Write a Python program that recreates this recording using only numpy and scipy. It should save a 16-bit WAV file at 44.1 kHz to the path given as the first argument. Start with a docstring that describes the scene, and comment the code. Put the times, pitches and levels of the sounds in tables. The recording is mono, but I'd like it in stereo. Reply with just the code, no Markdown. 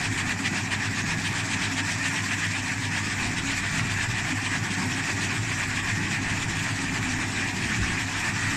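"""Dried chilli pods rattle and rustle in quick surges down the steel tray of a shaking screen in a workshop.
A crank throws the tray to and fro; at each reversal inertia carries the pods on, so that they strike
and scrape the steel and rub on each other. At the lip they crackle onto the heap. Underneath, the sheet
drums in its modes, the frame thuds about once a turn, and the motor labours under the load."""
import sys
import numpy as np
from scipy import signal
from scipy.fft import rfft, irfft, next_fast_len
from scipy.io import wavfile
from scipy.ndimage import uniform_filter1d, map_coordinates

SR = 44100
rng = np.random.default_rng(int(sys.argv[2]) if len(sys.argv) > 2 else 0)


def dump_mix(stems):
    """Bounce the given channels to the path in sys.argv[1] as a 16-bit WAV at rate SR."""
    frames = np.atleast_2d(stems).T  # one column per channel
    limited = np.clip(frames, -1, 1)  # hard clip at full scale
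    pcm = np.round(limited * 32767).astype(np.int16)
    wavfile.write(sys.argv[1], SR, pcm)


N = 377496
CRANK_HZ, MOTOR_HZ, MAINS_HZ = 3.765, 22.92, 49.99

def amp(db):
    """Decibels to amplitude ratio."""
    return 10 ** (np.asarray(db) / 20)

def unit(x):
    """Normalisation to rms 1."""
    return x / np.sqrt(np.mean(x ** 2) + 1e-20)

def along(points, hz):
    """Interpolation of (frequency, value) points on a logarithmic frequency axis."""
    f, v = np.transpose(points)
    return np.interp(np.log(hz + 1), np.log(f + 1), v)

def clock():
    """The time of every sample in seconds."""
    return np.arange(N) / SR

def curve(points):
    """Linear interpolation of (time, value) points at every sample."""
    return np.interp(clock(), *np.transpose(points))

def wobble(rate):
    """Smooth random modulation, rate knots a second."""
    return map_coordinates(rng.standard_normal(int(N * rate / SR) + 4), [clock() * rate])

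def bump(x, rise, fall):
    """A Gaussian envelope peaking at x = 0, with its own width on either side."""
    return np.exp(-.5 * (x / np.where(x < 0, rise, fall)) ** 2)

def around(s):
    """The samples within a seventh of a second of time s."""
    return slice(max(int(s * SR) - SR // 7, 0), int(s * SR) + SR // 7)

def filtered(x, response):
    """Zero-phase filtering by a function of frequency."""
    m = next_fast_len(N + SR // 2)
    return irfft(rfft(x, m) * response(np.fft.rfftfreq(m, 1 / SR)), m)[..., :N]

def ringing(x, spectrum, size=8192):
    """Source and filter: x excites a minimum-phase body with the given spectrum, at rms 1."""
    gain = amp(along(spectrum, np.fft.rfftfreq(size, 1 / SR)))
    cepstrum = irfft(np.log(gain))
    response = irfft(np.exp(rfft(2 * cepstrum[:size // 2], size)))
    return unit(signal.fftconvolve(x, response)[:N])

def resonate(x, modes):
    """Modal superposition: x drives a set of damped sinusoids, at rms 1."""
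    t = np.arange(SR // 2) / SR
    response = sum(amp(db) * unit(amp(-60 * t / t60) * np.sin(2 * np.pi * hz * t))
                   for hz, db, t60 in modes)
    return unit(signal.fftconvolve(x, response)[:N])

def swelling_modes(rows, rise_s, fall_s):
    """Transient resonance: each (time, frequency, level) row is a tone that builds up and dies away."""
    t, tones = clock(), np.zeros(N)
    for s, hz, db in rows:
        age = t[around(s)] - s
        envelope = amp(db) * bump(age, rise_s, fall_s)
        tones[around(s)] += envelope * np.sin(2 * np.pi * (hz * age + rng.random()))
    return tones

def impacts(per_second, spread_db):
    """A Poisson process of tiny blows of uneven size, at rms 1."""
    struck = rng.random(N) < per_second / SR
    size = amp(spread_db * np.clip(rng.standard_normal(N), -2, 2))
    return unit(struck * size * rng.choice([-1, 1], N))

def contacts(power, per_second, spread_db, spectrum):
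    """Shot noise: blows fall on a body at a rate proportional to the power."""
    mean = power.mean()
    return np.sqrt(mean) * ringing(impacts(per_second * power / mean, spread_db), spectrum)

# reverberation of the workshop: (frequency [Hz], decay time T60 [s])
ROOM_DECAY = [(200, 0.32), (2000, 0.2), (10000, 0.064)]
def workshop(x, count=6):
    """Diffuse reverberation: the treble dies first, and the paths change as the pods move along."""
    reverb = np.zeros(N)
    path = (clock() * CRANK_HZ).astype(int) % count  # the next response at each crank turn
    for k in range(count):
        hz, t, noise = signal.stft(rng.standard_normal(SR // 2), SR, nperseg=256)
        decay = amp(-60 * t / along(ROOM_DECAY, hz)[:, None])
        tail = signal.istft(noise * decay, SR, nperseg=256)[1]
        reverb += signal.fftconvolve(x * (path == k), tail / np.linalg.norm(tail))[:N]
    return reverb

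# whirr of belt and bearings: (frequency [Hz], spectral level [dB])
BELT_SPECTRUM = [(200, -9), (400, -1), (520, -15), (750, 4.5), (1200, -3.5), (2000, -13), (6000, -49)]
# its rise and fall: (time [s], relative level [dB])
BELT_LEVEL = [(0, 1), (.45, 3.5), (1.05, 1), (1.4, 2.5), (2.4, -3.5), (3.3, 1.5), (3.6, -3), (4.15, 3.5),
              (5.25, 2), (5.75, -3), (6.1, 2.5), (6.85, 2), (7.2, 4), (7.5, 4), (8.56, -3)]
def belt(level_db=-46):
    """Broadband machine noise: belt and bearings whirr at a slowly varying level."""
    return amp(level_db + curve(BELT_LEVEL)) * ringing(rng.standard_normal(N), BELT_SPECTRUM)

# uneven low rumble: (frequency [Hz], spectral level [dB])
RUMBLE_SPECTRUM = [(8, 0), (20, 0), (32, -2.5), (48, 3), (62, 3), (80, 2.5), (130, -8.5), (400, -59)]
# its rise and fall: (time [s], relative level [dB])
RUMBLE_ENVELOPE = [(0, -35), (.3, -39), (.42, -46), (3.15, -47), (3.25, -36), (3.55, -41), (3.75, -35.5),
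                   (4.22, -41), (4.4, -48), (5.28, -53), (5.38, -42), (6.05, -39), (6.38, -34), (6.65, -43),
                   (7, -37), (7.35, -43), (7.82, -36.5), (8.18, -47), (8.4, -37), (8.56, -36)]
# dull, deep bumps: (time [s], frequency [Hz], relative peak level [dB])
DEEP_BUMPS = [(3.26, 40, -33), (7.67, 63, -32), (7.83, 60.4, -24.5), (7.91, 45, -36)]
def low_rumble(rumble_db=-5.5, lumpy_db=3, bump_db=-1):
    """Amplitude-modulated noise: an uneven low rumble, with a few dull, deep bumps."""
    envelope = amp(curve(RUMBLE_ENVELOPE) + rumble_db + lumpy_db * wobble(9.9))
    rumble = envelope * ringing(rng.standard_normal(N), RUMBLE_SPECTRUM)
    return rumble + amp(bump_db) * swelling_modes(DEEP_BUMPS, rise_s=0.018, fall_s=0.023)

# harmonics of the motor shaft: (order [multiple of shaft rate], mean level [dB])
SHAFT_ORDERS = [(7, -46.5), (8, -48.5), (9, -55), (11, -47.5), (12, -47.5)]
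def motor(turns, hum_db=-38, labour_db=3, slack_db=-5, sag=0.03, drift=0.0055):
    """Load modulation: twice a turn the hum swells and the shaft slows; once a turn the belt slackens."""
    load = np.cos(4 * np.pi * (turns - 0.35))
    turns_from_slack = (turns - 0.16 + .5) % 1 - .5
    slack = bump(turns_from_slack, rise=0.032, fall=0.032)
    hum = np.sin(4 * np.pi * MAINS_HZ * clock())  # the iron hums at twice the mains frequency
    shaft_turns = np.cumsum(MOTOR_HZ * (1 - sag * load + drift * wobble(6))) / SR
    whirr = sum(amp(db + 3.7 * wobble(9)) * np.sin(2 * np.pi * (order * shaft_turns + rng.random()))
                for order, db in SHAFT_ORDERS)
    return np.sqrt(2) * (amp(hum_db + labour_db * load + slack_db * slack) * hum + whirr)

# thuds as the crank pulls back, and rebounds: (time [s], relative peak level [dB], frequency [Hz])
FRAME_THUDS = [(0.1, -31, 108), (0.384, -48, 110), (0.639, -30, 116), (0.888, -30, 109), (1.09, -45, 106),
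               (1.172, -42, 114), (1.437, -28, 115), (1.681, -42, 112), (1.966, -30, 117),
               (2.235, -34, 110), (2.494, -36, 104), (2.789, -32, 113), (2.87, -34, 102), (3.008, -44, 105),
               (3.298, -38.5, 110), (3.542, -51, 107), (3.826, -28, 119), (3.92, -32, 101),
               (3.99, -37, 101), (4.096, -25.5, 116), (4.38, -28, 109), (4.62, -27, 113), (4.864, -39, 110),
               (5.153, -30, 110), (5.408, -28, 113), (5.702, -41, 111), (5.946, -25.5, 109),
               (6.01, -30, 107), (6.236, -46, 108), (6.35, -36, 106), (6.485, -28, 112), (6.73, -31, 111),
               (7.014, -28.5, 116), (7.273, -37, 110), (7.558, -42, 111), (7.802, -25, 111),
               (8.057, -37, 109), (8.351, -31, 113), (8.46, -38, 106)]
def frame(width_s=0.034, thud_db=-3.0):
    """Damped resonance: the frame's lowest mode swells, peaks in phase with the hum and soon dies."""
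    t, thuds = clock(), np.zeros(N)
    for s, db, hz in FRAME_THUDS:
        age = t[around(s)] - s
        tone = np.sin(2 * np.pi * (2 * MAINS_HZ * s + hz * age))
        thuds[around(s)] += amp(db + thud_db) * bump(age, width_s, width_s) * tone
    return thuds

# drumming of the tray's sheet: (frequency [Hz], spectral level [dB])
DRUM_SPECTRUM = [(70, -55), (95, -10), (112, 2.5), (138, 1), (165, -1.5), (215, 1), (238, -6), (270, -4),
                 (325, -7), (400, -12.5), (490, -29.5), (900, -51)]
# its rise and fall: (time [s], relative level [dB])
DRUM_ENVELOPE = [(0, -36), (.5, -36), (.69, -39), (1.1, -35.5), (1.6, -37), (2.05, -38.5), (2.35, -39),
                 (2.9, -38), (3.3, -34.5), (3.7, -39), (4.05, -37), (4.31, -38), (4.45, -41), (4.62, -35),
                 (4.83, -32.5), (5.03, -37), (5.19, -33.5), (5.55, -38.5), (5.68, -35.5), (5.8, -40),
                 (6.07, -32.5), (6.3, -36), (6.43, -34), (6.87, -37.5), (7, -34), (7.55, -36),
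                 (7.82, -33.5), (8.1, -38), (8.56, -35)]
# low modes of the sheet: (frequency [Hz], relative level [dB], decay time T60 [s])
LOW_MODES = [(117.5, -3, 0.28), (159, -5, 0.18), (185, -7, 0.19), (218.2, -3.5, .3), (253, -2.5, 0.29),
             (276, -1.5, 0.17), (302.3, -5.5, .2), (323.4, -11, .25), (365, -17.5, .15)]
# single modes, tuned by the shifting load of pods: (time [s], frequency [Hz], relative peak level [dB])
MODE_SWELLS = [(.13, 261, -34), (.42, 272, -31), (.46, 227, -33), (.94, 267, -28.5), (1.12, 162, -30),
               (1.2, 268, -35.5), (1.73, 268, -30), (1.831, 280, -32.5), (3.46, 270, -30),
               (4.32, 305, -30.5), (4.329, 261, -28.5), (4.8, 192, -29), (4.86, 253.5, -28.5),
               (4.98, 266, -30.5), (5.19, 272, -31), (5.67, 253, -30.5), (6, 285, -33), (6.049, 192, -30),
               (6.21, 261, -28.5), (6.72, 263, -35), (6.83, 276, -29.5), (6.93, 267, -30.5),
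               (7.37, 267, -37), (8.15, 275, -33)]
def sheet(turns, repeat_share=0.17, drum_db=-1, lumpy_db=1.3, drone_db=-5.5, swell_db=-2.0):
    """Forced vibration: the shaken sheet drums and drones, and at moments one mode rings out."""
    level_db = curve(DRUM_ENVELOPE)
    sample_in_turn = (turns % 1 * SR / CRANK_HZ).astype(int)
    joints = rng.standard_normal(SR)[sample_in_turn]  # the same loose joints chatter each turn
    shaking = np.sqrt(repeat_share) * joints + np.sqrt(1 - repeat_share) * impacts(500, spread_db=4.0)
    drum = amp(level_db + drum_db + lumpy_db * wobble(7.4)) * ringing(shaking, DRUM_SPECTRUM)
    drone = amp(level_db + drone_db) * resonate(impacts(500, spread_db=3.0), LOW_MODES)
    return drum + drone + amp(swell_db) * swelling_modes(MODE_SWELLS, rise_s=0.027, fall_s=0.027)

# sliding over one crank turn: (phase [turns], relative rattle level [dB], relative rustle level [dB])
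SLIDE_CYCLE = [(0, -29, -34.5), (.1, -30, -35.5), (.25, -32, -35.5), (.36, -33.5, -37.5), (.48, -29, -32.5),
               (.56, -30.5, -35.5), (.66, -34, -39.5), (.9, -31.5, -37)]
# flow of pods between the surges: (time [s], relative level [dB])
FLOW_LEVEL = [(0, 0.14), (.65, -1), (1.2, -0.48), (2, 1.42), (2.7, -.5), (3.6, 0.55), (4.5, 0.29),
              (5.5, .5), (6.7, -0.67), (7.7, -0.07), (8.56, 1.33)]
# tray reversals: (time [s], rise width [s], relative rattle level [dB], relative scrape level [dB])
REVERSALS = [(0.055, 0.021, -26.5, -30.5), (0.199, 0.021, -26.5, -30.5), (0.316, 0.02, -26.5, -31.5),
             (0.466, 0.017, -27.0, -29), (0.584, 0.024, -28.0, -31.5), (0.737, 0.014, -25, -27),
             (0.856, 0.027, -27.5, -33.0), (0.993, 0.02, -27.5, -29.5), (1.117, 0.024, -25.5, -32.0),
             (1.267, 0.019, -28.0, -30.5), (1.39, 0.029, -27.5, -32), (1.53, 0.021, -28.5, -29.0),
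             (1.65, 0.028, -27.5, -32.0), (1.795, 0.017, -26.0, -28.5), (1.912, 0.026, -29.5, -31.5),
             (2.063, 0.022, -26.0, -30), (2.18, 0.027, -28.5, -34), (2.326, 0.02, -24.5, -31.5),
             (2.449, 0.028, -28.5, -35), (2.584, 0.026, -29.0, -31), (2.717, 0.038, -28.5, -34),
             (2.849, 0.024, -29.0, -32.5), (2.984, 0.031, -25.5, -33.5), (3.122, 0.023, -28.0, -33),
             (3.246, 0.032, -27.5, -31.5), (3.386, 0.017, -28.0, -31.5), (3.518, 0.029, -27.5, -32.0),
             (3.654, 0.018, -25.5, -32), (3.778, 0.033, -28.0, -31.5), (3.916, 0.026, -29.5, -33),
             (4.033, 0.027, -28.5, -33.5), (4.192, 0.023, -28.0, -32), (4.306, 0.02, -28.5, -33),
             (4.464, 0.023, -28.0, -31), (4.555, 0.023, -26.5, -34), (4.731, 0.025, -28.0, -32),
             (4.824, 0.023, -28.5, -34), (4.989, 0.029, -27.5, -32.5), (5.093, 0.027, -27.5, -34.5),
             (5.244, 0.024, -27.5, -31.5), (5.349, 0.03, -28.0, -34), (5.514, 0.023, -29.0, -32),
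             (5.627, 0.02, -27.5, -35.5), (5.786, 0.026, -27.0, -31.5), (5.898, 0.021, -26.0, -34),
             (6.051, 0.024, -28.5, -33.5), (6.152, 0.023, -27.5, -34), (6.311, 0.037, -27.5, -33.5),
             (6.43, 0.02, -28.5, -35), (6.571, 0.042, -28.5, -34), (6.695, 0.03, -28.5, -34.5),
             (6.839, 0.039, -30.0, -34.5), (6.962, 0.019, -27.5, -33.5), (7.108, 0.038, -30.0, -32.5),
             (7.227, 0.022, -28.0, -34.5), (7.38, 0.042, -29.2, -33), (7.486, 0.021, -28.5, -34),
             (7.642, 0.033, -27.7, -31.5), (7.742, 0.029, -29.5, -34.5), (7.907, 0.066, -28.5, -34),
             (8.019, 0.025, -29.5, -34), (8.177, 0.034, -27.5, -34), (8.28, 0.03, -25, -35),
             (8.451, 0.044, -28, -33), (8.54, 0.025, -30, -35)]
def agitation(turns, fall_share=.62, surge_db=-0.74, jostle_db=1.22, fill_db_per_s=0.05, catch_db=1.17):
    """Inertia makes the sliding pods surge at each reversal; gives rattle, rustle and scrape power."""
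    t, flow_db = clock(), curve(FLOW_LEVEL)
    phase, steel_db, skins_db = np.transpose(SLIDE_CYCLE)
    striking = amp(np.interp(turns, phase, steel_db, period=1) + flow_db) ** 2
    striking *= amp(fill_db_per_s * t) ** 2  # the rattle slowly evens out: more sliding, softer surges
    rubbing = amp(np.interp(turns, phase, skins_db, period=1) + flow_db) ** 2
    rubbing *= amp(jostle_db * wobble(38)) ** 2  # the pods rub in clumps
    scraping = np.zeros(N)
    for s, rise, rattle_db, scrape_db in REVERSALS:
        near = around(s)
        surge = bump(t[near] - s, rise, rise * fall_share)
        striking[near] += amp(rattle_db + surge_db - fill_db_per_s * s) ** 2 * surge
        scraping[near] += amp(scrape_db) ** 2 * surge
    scraping *= amp(catch_db * wobble(70)) ** 2  # the skins catch and slip
    return striking, rubbing, scraping

# high modes of the steel: (frequency [Hz], relative level [dB], decay time T60 [s])
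HIGH_MODES = [(1675, -3.5, 0.097), (1774, -3, .09), (1836, -0.5, .11), (1916, -5.5, .09), (1993, -4, .09),
              (2402, -5, .06)]
def steel_ring(power, ring_db=-12.0):
    """Random excitation of modes: the rattling pods keep the tray singing with a metallic tone."""
    return amp(ring_db) * np.sqrt(power.mean()) * resonate(power * rng.standard_normal(N), HIGH_MODES)

# pods landing on the heap: (frequency [Hz], spectral level [dB])
CRACKLE_SPECTRUM = [(2000, -20), (5000, -8), (8000, 15), (9800, -1.5), (12000, 2), (13000, -12),
                    (14000, -16)]
def crackle(power, level_db=-53, clump_db=6, per_second=300):
    """Clustered impacts: brittle pods drop from the lip in random clumps."""
    landing = power * amp(clump_db * wobble(22))
    blows = impacts(per_second * landing / landing.mean(), spread_db=1.5)
    return amp(level_db) * ringing(blows, CRACKLE_SPECTRUM)

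# a dry skin snapping: (frequency [Hz], spectral level [dB])
SNAP_SPECTRUM = [(1500, -12), (3200, 3.5), (5500, -2), (7500, 2), (9500, -26), (14000, -27)]
def snaps(power):
    """Brittle fracture: single pods snap, most often when the bed moves most."""
    return amp(-18) * contacts(power, per_second=90, spread_db=5.0, spectrum=SNAP_SPECTRUM)

# skins scraping over steel: (frequency [Hz], spectral level [dB])
SCRAPE_SPECTRUM = [(1200, -28), (2400, 11), (3200, 8), (4400, 3), (5600, 2.5), (6300, 2), (7900, 3),
                   (9000, -3), (9900, -17), (14000, -34)]
def scrape(power):
    """Stick-slip friction: the skins catch on the steel in a dense run of tiny blows."""
    return amp(-2) * contacts(power, per_second=7000, spread_db=1.0, spectrum=SCRAPE_SPECTRUM)

# dry skins rubbing: (frequency [Hz], spectral level [dB])
RUSTLE_SPECTRUM = [(1200, -11), (2400, 0.5), (3100, 1.5), (4300, -1.5), (5600, 2.5), (6300, -0.5),
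                   (7300, 3.5), (8100, -1), (9000, -14.5), (9800, -16.5), (14000, -30)]
def rustle(power):
    """Friction noise: countless contacts between skins merge into a hiss."""
    return amp(-3) * contacts(power, per_second=11000, spread_db=0.5, spectrum=RUSTLE_SPECTRUM)

# the steel tray struck by pods: (frequency [Hz], spectral level [dB])
STEEL_SPECTRUM = [(400, -37), (520, -21), (640, -16.5), (740, -12.5), (800, -15), (900, -6.5),
                  (1030, -11.5), (1130, -8), (1320, -13.5), (1520, -6), (1680, -1.5), (1770, 0.5),
                  (1845, 0.5), (1960, -1.5), (2080, -4.5), (2200, -4.5), (2380, -1), (2550, -3),
                  (2680, -6.5), (2800, -15.5), (5000, -44)]
def rattle(power):
    """Impact noise: a hail of light blows takes on the spectrum of the tray."""
    return amp(-4.5) * contacts(power, per_second=6500, spread_db=2.0, spectrum=STEEL_SPECTRUM)

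def pings(power, level_db=-38, pitch_hz=1600, scatter=.45, t60=0.12, count=2400, size=1800):
    """Free vibration: single pods ring a patch of steel briefly, each at a pitch of its own."""
    chance = np.cumsum(power) / power.sum()
    start = np.searchsorted(chance, rng.random(count))[:, None]
    hz = pitch_hz * np.exp(scatter * np.clip(rng.standard_normal((count, 1)), -2, 2))
    age = np.arange(size) / SR
    grains = amp(-60 * age / t60) * np.sin(2 * np.pi * hz * age)
    rings = np.bincount((start + np.arange(size)).ravel(), grains.ravel(), minlength=N)[:N]
    return amp(level_db) * unit(filtered(rings, lambda f: amp(along(STEEL_SPECTRUM, f) / 2)))

# hard knocks on the steel: (time [s], peak level [dB])
HARD_KNOCKS = [(.295, -24), (.391, -27), (0.727, -21.5), (3.796, -19.5), (5.103, -28), (5.517, -20),
               (7.029, -21)]
def knocks(t60=0.016):
    """Impulsive excitation: a clump hits the steel with a clack that dies at once."""
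    t, envelope = clock(), np.zeros(N)
    for s, db in HARD_KNOCKS:
        age = t[around(s)] - s
        envelope[around(s)] += (age >= 0) * amp(db - 60 * np.abs(age) / t60)
    return envelope * ringing(rng.standard_normal(N), STEEL_SPECTRUM)

def pods(striking, rubbing, scraping, patchy_db=1.75):
    """Incoherent summation: the contact noises add, and their colour varies as the heap shifts."""
    bed = rattle(striking) + rustle(rubbing) + scrape(scraping) + crackle(rubbing)
    spectra = signal.stft(bed, nperseg=512)[2]
    patches = uniform_filter1d(rng.standard_normal(spectra.shape), size=9, axis=0)  # across frequency
    patches = uniform_filter1d(patches, size=6, axis=1)  # across time
    return signal.istft(spectra * amp(patchy_db * unit(patches)), nperseg=512)[1][:N]

# stereo width of the treble: (frequency [Hz], level of side against mid [dB])
SIDE_LEVEL = [(200, -27.5), (500, -16), (1000, -33), (1700, -31), (2600, -25), (3800, -20), (7000, -20),
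              (7700, -13), (9000, -5), (10500, -20), (13000, -13)]
def treble_width(striking, rubbing, scraping):
    """Decorrelation: an independent side signal makes the highest hiss wide, the rest nearly mono."""
    return filtered(pods(striking, rubbing, scraping), lambda hz: amp(along(SIDE_LEVEL, hz)))

def scene(room_db=-17, balance_db=0.16):
    """Superposition: machine and pods are heard straight ahead; only the highest hiss sounds wide."""
    turns = CRANK_HZ * clock()
    striking, rubbing, scraping = agitation(turns)
    chillies = pods(striking, rubbing, scraping) + pings(striking) + snaps(rubbing + scraping)
    chillies += steel_ring(striking) + knocks()
    mid = chillies + amp(room_db) * workshop(chillies)
    side = treble_width(striking, rubbing, scraping)
    background = belt() + low_rumble() + motor(turns) + frame() + sheet(turns)
    return np.array([mid + side, mid - side]) * amp([[-balance_db], [balance_db]]) + background

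def record(dry, top_hz=13900):
    """Band limiting: an ideal low-pass filter removes the highest treble."""
    return filtered(dry, lambda hz: hz < top_hz)

dry = scene()
out = record(dry)
dump_mix(out)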